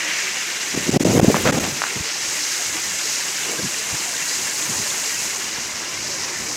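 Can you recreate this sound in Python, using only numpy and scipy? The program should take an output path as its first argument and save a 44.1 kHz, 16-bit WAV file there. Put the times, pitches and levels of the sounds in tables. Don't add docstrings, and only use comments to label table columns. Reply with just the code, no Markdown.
import sys
import numpy as np
from scipy import signal
from scipy.fft import rfft, irfft
from scipy.io import wavfile
from scipy.ndimage import uniform_filter1d

SR = 44100
rng = np.random.default_rng(int(sys.argv[2]) if len(sys.argv) > 2 else 0)


def to_wav(sig):
    pcm = np.clip(np.atleast_2d(sig), -1, 1) * 32767
    pcm = np.round(pcm).astype(np.int16)
    wavfile.write(sys.argv[1], SR, pcm.T)


N = 289296
TIME = np.arange(N) / SR
FREQ = np.maximum(np.arange(N // 2 + 1) * SR / N, 1)

# [t/s, level/dB against its usual strength]
HAILFALL = [(0, -2), (.6, -1), (1.15, 1.5), (1.6, .5), (2.15, -2), (2.36, 2), (3.4, 1.6), (4.1, 2),
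            (4.7, 4), (5.25, 3), (5.55, -1.7), (5.9, -3.5), (6.56, -1.4)]
# [t/s, reach/s, boost/dB]
FLURRIES = [(0.196, 0.089, 2.2), (2.27, 0.3, 1.5), (2.55, 0.22, 1.1), (3.11, 0.14, 2.5), (4.317, 0.12, 1.2),
            (4.85, 0.22, 0.5), (6.12, 0.19, 2), (6.5, 0.12, 1.5)]
# [t/s, reach/s, boost/dB]
PATTER_CLUSTERS = [(0, .22, 3), (2.76, 0.032, 6), (3.574, 0.14, 2.5), (4.037, .1, 4), (4.743, 0.25, 4),
                   (5.22, .08, 2.5), (5.796, 0.11, 0), (6.4, 0.61, 2)]
# [level/dB, share of hailfall/(dB per dB), share of flurry/(dB per dB), drift/(dB per s)]
ICE_SIZES = [(-29, 0.13, 0.14, -0.45), (-31, 0.23, 2, 0.07), (-29.5, 1.02, .55, -0.11),
             (-39.5, 1.2, 0.4, -0.09)]
# [f/Hz, relative density/dB per Hz]
PATTER_SPECTRUM = [(60, -44), (130, -6.5), (250, -5), (360, -2.5), (450, -4.5), (680, -5), (980, -1.5),
                   (1280, -3), (1600, -11)]
# [f/Hz, relative density/dB per Hz]
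ICE_SPECTRUM = [(710, -31), (1200, -4), (1690, -6), (2030, -3.5), (2520, -6), (2780, -4), (3130, -7),
                (3630, -5.5), (3960, -2), (4460, -5.5), (4970, -4.5), (6780, -0.5), (11100, -14),
                (13700, -16), (15700, -24.5)]
# [f/Hz, full width/Hz, boost/dB before a common trim]
RESONANCES = [(1000, 120, 1), (2210, 550, 1.5), (2780, 150, 2), (3920, 250, 2), (4930, 130, 3)]
# [f/Hz, relative density/dB per Hz]
WIND_SPECTRUM = [(15, -55), (25, -21), (141, 3), (257, 1.5), (394, -0.5), (460, -4.5), (537, -4),
                 (882, -15), (1140, -20), (1500, -37), (1950, -58), (3300, -120)]
# [start t/s, hold/s, rumble level/dB, rasp level/dB before a small lift]
GUST_BLASTS = [(0.758, .008, -28.5, -56), (0.886, .006, -24.5, -46), (0.939, 0.046, -18.5, -42),
               (1.005, .02, -25, -49), (1.048, 0.093, -17, -40), (1.177, 0.022, -14, -30),
               (1.285, 0.014, -18, -37), (1.352, 0.011, -20.5, -24), (1.46, 0.034, -15.5, -20),
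               (1.532, 0.053, -20.5, -29.5), (1.632, 0.032, -27, -31)]
# [t/s, reach/s, level/dB, centre f/Hz]
LOW_SWELLS = [(1.972, 0.023, -28, 180), (2.01, 0.013, -25.5, 115), (2.293, .03, -40, 80),
              (2.68, .07, -52, 70), (2.913, 0.049, -44, 125), (3.511, 0.063, -32.5, 366),
              (3.598, 0.017, -24, 258), (3.65, 0.034, -28.5, 165), (3.938, 0.024, -31, 115),
              (4.708, 0.034, -31, 190), (4.788, 0.061, -37, 151)]
# [t/s, peak level/dB, f/Hz]
EDDIES = [(.75, -15.5, 245), (.777, -9.5, 272), (.894, -6, 252), (0.963, -7, 278), (.968, -5, 330),
          (1.009, -7, 258), (1.036, -10, 260), (1.053, -2.5, 380), (1.153, -4.5, 330), (1.178, -4, 300),
          (1.198, -1, 640), (1.232, -1, 200), (1.247, -1.5, 352), (1.284, -0.5, 190), (1.302, -1, 383),
          (1.309, -5, 302)]
# [t/s, length at half depth/s, depth/dB]
PRESSURE_SURGES = [(0.758, .0086, 5.5), (.909, 0.0047, 23), (.986, .02, 34), (1.042, .009, 25.5),
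                   (1.186, .0039, 20), (1.209, 0.0093, 18.5), (1.223, 0.019, 5.5), (1.517, .0092, 19.5),
                   (1.594, 0.0058, 13)]
# [t/s, relative level/dB, f/Hz, time to decay by 60 dB/s]
CLOSE_STONES = [(1.344, -3, 1060, 0.006), (1.819, 2.5, 1590, 0.0013), (1.8325, -20, 1500, .006),
                (1.839, -5, 1490, 0.0045), (1.867, -17, 1510, .0087)]

PATTER_DB = -42
PELLETS_DB = -43
RATTLE_DB, RATTLE_UNTIL_S, RATTLE_FADE_S = -27.5, 0.12, 0.4
BLAST_ATTACK_S, BLAST_RELEASE_S = 0.02, 0.063
RASP_ATTACK_S, RASP_RELEASE_S = 0.014, 0.027
CRACKLE_DB, CRACKLE_LAG_S, CRACKLE_SMOOTH_S = -21.5, 0.12, .25
BREEZE_DB, BREEZE_RISE_DB_PER_S, BREEZE_STEADY_S = -46, 2.5, 5.9
SWELL_WIDTH = 1.7
KNOCK_SCATTER_DB = -28
HOLLOW_FROM_S, HOLLOW_DB_PER_S, HOLLOW_HZ, HOLLOW_WIDTH = 5.2, 2.2, 3500, 1.35
TOP_HZ = 15800


def undb(db):
    return 10 ** (np.asarray(db) / 20)


def unit(x):
    return x / np.sqrt(np.mean(x ** 2))


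def colour(x, points):
    hz, db = np.transpose(points)
    gain_db = np.interp(np.log(FREQ), np.log(hz), db)
    return irfft(rfft(x) * undb(gain_db), N)


def band(x, low_hz, high_hz, order=8):
    low_edge = 1 + (low_hz / FREQ) ** (2 * order)
    high_edge = 1 + (FREQ / high_hz) ** (2 * order)
    return irfft(rfft(x) / np.sqrt(low_edge * high_edge), N)


def noise():
    return rng.standard_normal(N)


def walk(rate):
    return unit(irfft(rfft(noise()) * (FREQ > 1.5) / (1 + (FREQ / rate) ** 2), N))


def bump(s, reach):
    return np.exp(-2 * ((TIME - s) / reach) ** 2)


def envelope(start, hold, attack_s, release_s):
    early = np.maximum(start - TIME, 0)
    late = np.maximum(TIME - start - hold, 0)
    return np.exp(-(early / attack_s) ** 2 - late / release_s)


def impacts(rate, spread_db, ring_s):
    chance, size, sign = rng.random(N), rng.exponential(size=N), noise()
    blows = (chance < rate / SR) * undb(spread_db * np.minimum(size, 5))
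    energy = signal.lfilter([1], [1, -np.exp(-2 / (ring_s * SR))], blows ** 2)
    clicks = unit(blows * np.sign(sign))
    bursts = unit(np.sqrt(energy) * noise())
    return unit(clicks + bursts)


def pings(rate, low_hz, high_hz, cycles, spread_db):
    out, t = np.zeros(N + SR // 10), np.arange(SR // 10) / SR
    for when, pitch, size, damping in rng.random((int(rate * N / SR), 4)):
        hz = low_hz * (high_hz / low_hz) ** pitch
        start = int(when * N)
        age = t * hz / (cycles * (.5 + damping))
        ring = np.sin(2 * np.pi * hz * t) * age * np.exp(-age)
        out[start:start + len(t)] += ring * undb(-abs(spread_db) * np.log(.02 + size))
    return unit(out[:N])


def stones(spectrum, low_hz, high_hz, own, cracks, wash_db, flicker_db):
    x = own + cracks + undb(wash_db) * noise()
    shaped = unit(band(colour(x, spectrum), low_hz, high_hz, order=12))
    return shaped * undb(flicker_db * walk(17))


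def rattle():
    struck = unit(band(impacts(rate=700, spread_db=1.5, ring_s=0.0095), 2100, 2100, order=4))
    receding = np.exp(-np.maximum(TIME - RATTLE_UNTIL_S, 0) / RATTLE_FADE_S)
    return struck * undb(RATTLE_DB) * receding


def hail():
    flutter = undb(0.18 * walk(16))
    sharp = impacts(rate=1500, spread_db=1.5, ring_s=0.0018)

    patter = flutter * stones(
        PATTER_SPECTRUM, 60, 1230, impacts(rate=900, spread_db=2.0, ring_s=0.006),
        cracks=undb(-5.5) * sharp, wash_db=2.0, flicker_db=1.3)
    clatter = flutter * stones(
        ICE_SPECTRUM, 1330, 3585, impacts(rate=1300, spread_db=2.5, ring_s=0.0077),
        cracks=undb(-2.5) * sharp, wash_db=0.0, flicker_db=0.91)
    crunch = flutter * stones(
        ICE_SPECTRUM, 4220, 6210, impacts(rate=1800, spread_db=3.5, ring_s=0.0044),
        cracks=undb(-0.5) * sharp, wash_db=2.0, flicker_db=0.98)
    hiss = flutter * stones(
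        ICE_SPECTRUM, 6000, 8450, impacts(rate=1200, spread_db=-1.0, ring_s=0.0024),
        cracks=undb(-5) * sharp, wash_db=2.5, flicker_db=0.74)
    spray = flutter * stones(
        ICE_SPECTRUM, 9010, 17000, impacts(rate=2500, spread_db=1.5, ring_s=0.00092),
        cracks=undb(-9.0) * sharp, wash_db=0.0, flicker_db=0.03)

    low_pings = pings(rate=110, low_hz=300, high_hz=1285, cycles=4.6, spread_db=3.0)
    mid_pings = pings(rate=150, low_hz=1579, high_hz=3134, cycles=9.3, spread_db=3.0)
    high_pings = pings(rate=300, low_hz=6010, high_hz=7940, cycles=8.7, spread_db=1.5)
    patter = undb(2.5) * patter + undb(-2) * low_pings
    clatter = undb(-1.14) * clatter + undb(-7.5) * mid_pings
    hiss = undb(-1.0) * hiss + undb(-8) * high_pings

    fall_db = np.interp(TIME, *np.transpose(HAILFALL))
    flurry_db = sum(db * bump(s, reach) for s, reach, db in FLURRIES)
    cluster_db = sum(db * bump(s, reach) for s, reach, db in PATTER_CLUSTERS)
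    ice = np.zeros(N)
    for x, (db, by_fall, by_flurry, drift) in zip([clatter, crunch, hiss, spray], ICE_SIZES):
        ice += x * undb(db + by_fall * fall_db + by_flurry * flurry_db + drift * TIME)

    ticks = pings(rate=70, low_hz=3450, high_hz=9650, cycles=2.4, spread_db=2.5)
    pellets = ticks * undb(PELLETS_DB + fall_db)
    return ice + pellets + patter * undb(PATTER_DB + cluster_db) + rattle()


def surroundings(x):
    boost_db = sum(db / (1 + (2 * (FREQ - hz) / width) ** 2) for hz, width, db in RESONANCES)
    return irfft(rfft(x) * undb(boost_db - 0.66), N)


def breeze():
    stir = unit(band(noise(), 68, 286, order=3)) * undb(2.8 * walk(4.7))
    return stir * undb(BREEZE_DB - BREEZE_RISE_DB_PER_S * np.maximum(BREEZE_STEADY_S - TIME, 0))


def gust():
    rumble = unit(colour(noise(), WIND_SPECTRUM)) * undb(2.14 * walk(46))
    rasp = unit(band(impacts(rate=1000, spread_db=2.0, ring_s=0.00088), 380, 1830, order=2)) * undb(0.5)
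    crackle = unit(band(impacts(rate=220, spread_db=3.0, ring_s=0.0024), 9100, 14700))
    blow = np.max([undb(db) * envelope(s, hold, BLAST_ATTACK_S, BLAST_RELEASE_S)
                   for s, hold, db, _ in GUST_BLASTS], axis=0)
    tear = np.max([undb(db) * envelope(s, hold, RASP_ATTACK_S, RASP_RELEASE_S)
                   for s, hold, _, db in GUST_BLASTS], axis=0)
    sustained = uniform_filter1d(blow, int(CRACKLE_SMOOTH_S * SR))
    strain = np.interp(TIME - CRACKLE_LAG_S, TIME, sustained)
    return rumble * blow + rasp * tear + crackle * undb(CRACKLE_DB) * strain


def thumps():
    out = np.zeros(N)
    for s, db, hz in EDDIES:
        near = abs(TIME - s) < 4 / hz
        u = (np.pi * hz * (TIME[near] - s)) ** 2
        out[near] -= undb(db) * (1 - 2 * u) * np.exp(-u)
    return out


def choke():
    db = sum(depth / (1 + (2 * (TIME - s) / length) ** 8) for s, length, depth in PRESSURE_SURGES)
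    return undb(-db)


def knocks():
    out, t = np.zeros(N), np.arange(SR // 10) / SR
    for s, db, hz, ring in CLOSE_STONES:
        mode = np.sin(2 * np.pi * hz * t) * np.exp(-np.log(1000) * t / ring)
        scatter = unit(band(noise(), 1000, 1900, order=3))[:len(t)] * np.exp(-t / .025)
        start = int(s * SR)
        out[start:start + len(t)] += undb(db) * (undb(4.5) * mode + undb(KNOCK_SCATTER_DB) * scatter)
    return band(out, 700, 2500, order=3)


def low_swells():
    out = np.zeros(N)
    for s, reach, db, hz in LOW_SWELLS:
        swell = unit(band(noise(), hz / SWELL_WIDTH, hz * SWELL_WIDTH, order=4))
        out += undb(db) * swell * bump(s, reach)
    return out


def hollow(x):
    sunk_db = HOLLOW_DB_PER_S * np.maximum(TIME - HOLLOW_FROM_S, 0)
    sinking = band(x, HOLLOW_HZ / HOLLOW_WIDTH, HOLLOW_HZ * HOLLOW_WIDTH, order=20)
    return x - (1 - undb(-sunk_db)) * sinking


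def scene():
    street = hollow(surroundings(hail()))
    sound = (street + breeze() + gust() + knocks() + low_swells()) * choke() + thumps()
    return np.array([sound, sound])


def record(dry):
    lean = band(dry, 34, SR, order=3)
    rounded = lean / (1 + lean ** 8) ** (1 / 8)
    top_cut = signal.ellip(12, .1, 80, TOP_HZ, fs=SR, output="sos")
    return signal.sosfilt(top_cut, rounded)


dry = scene()
out = record(dry)
to_wav(out)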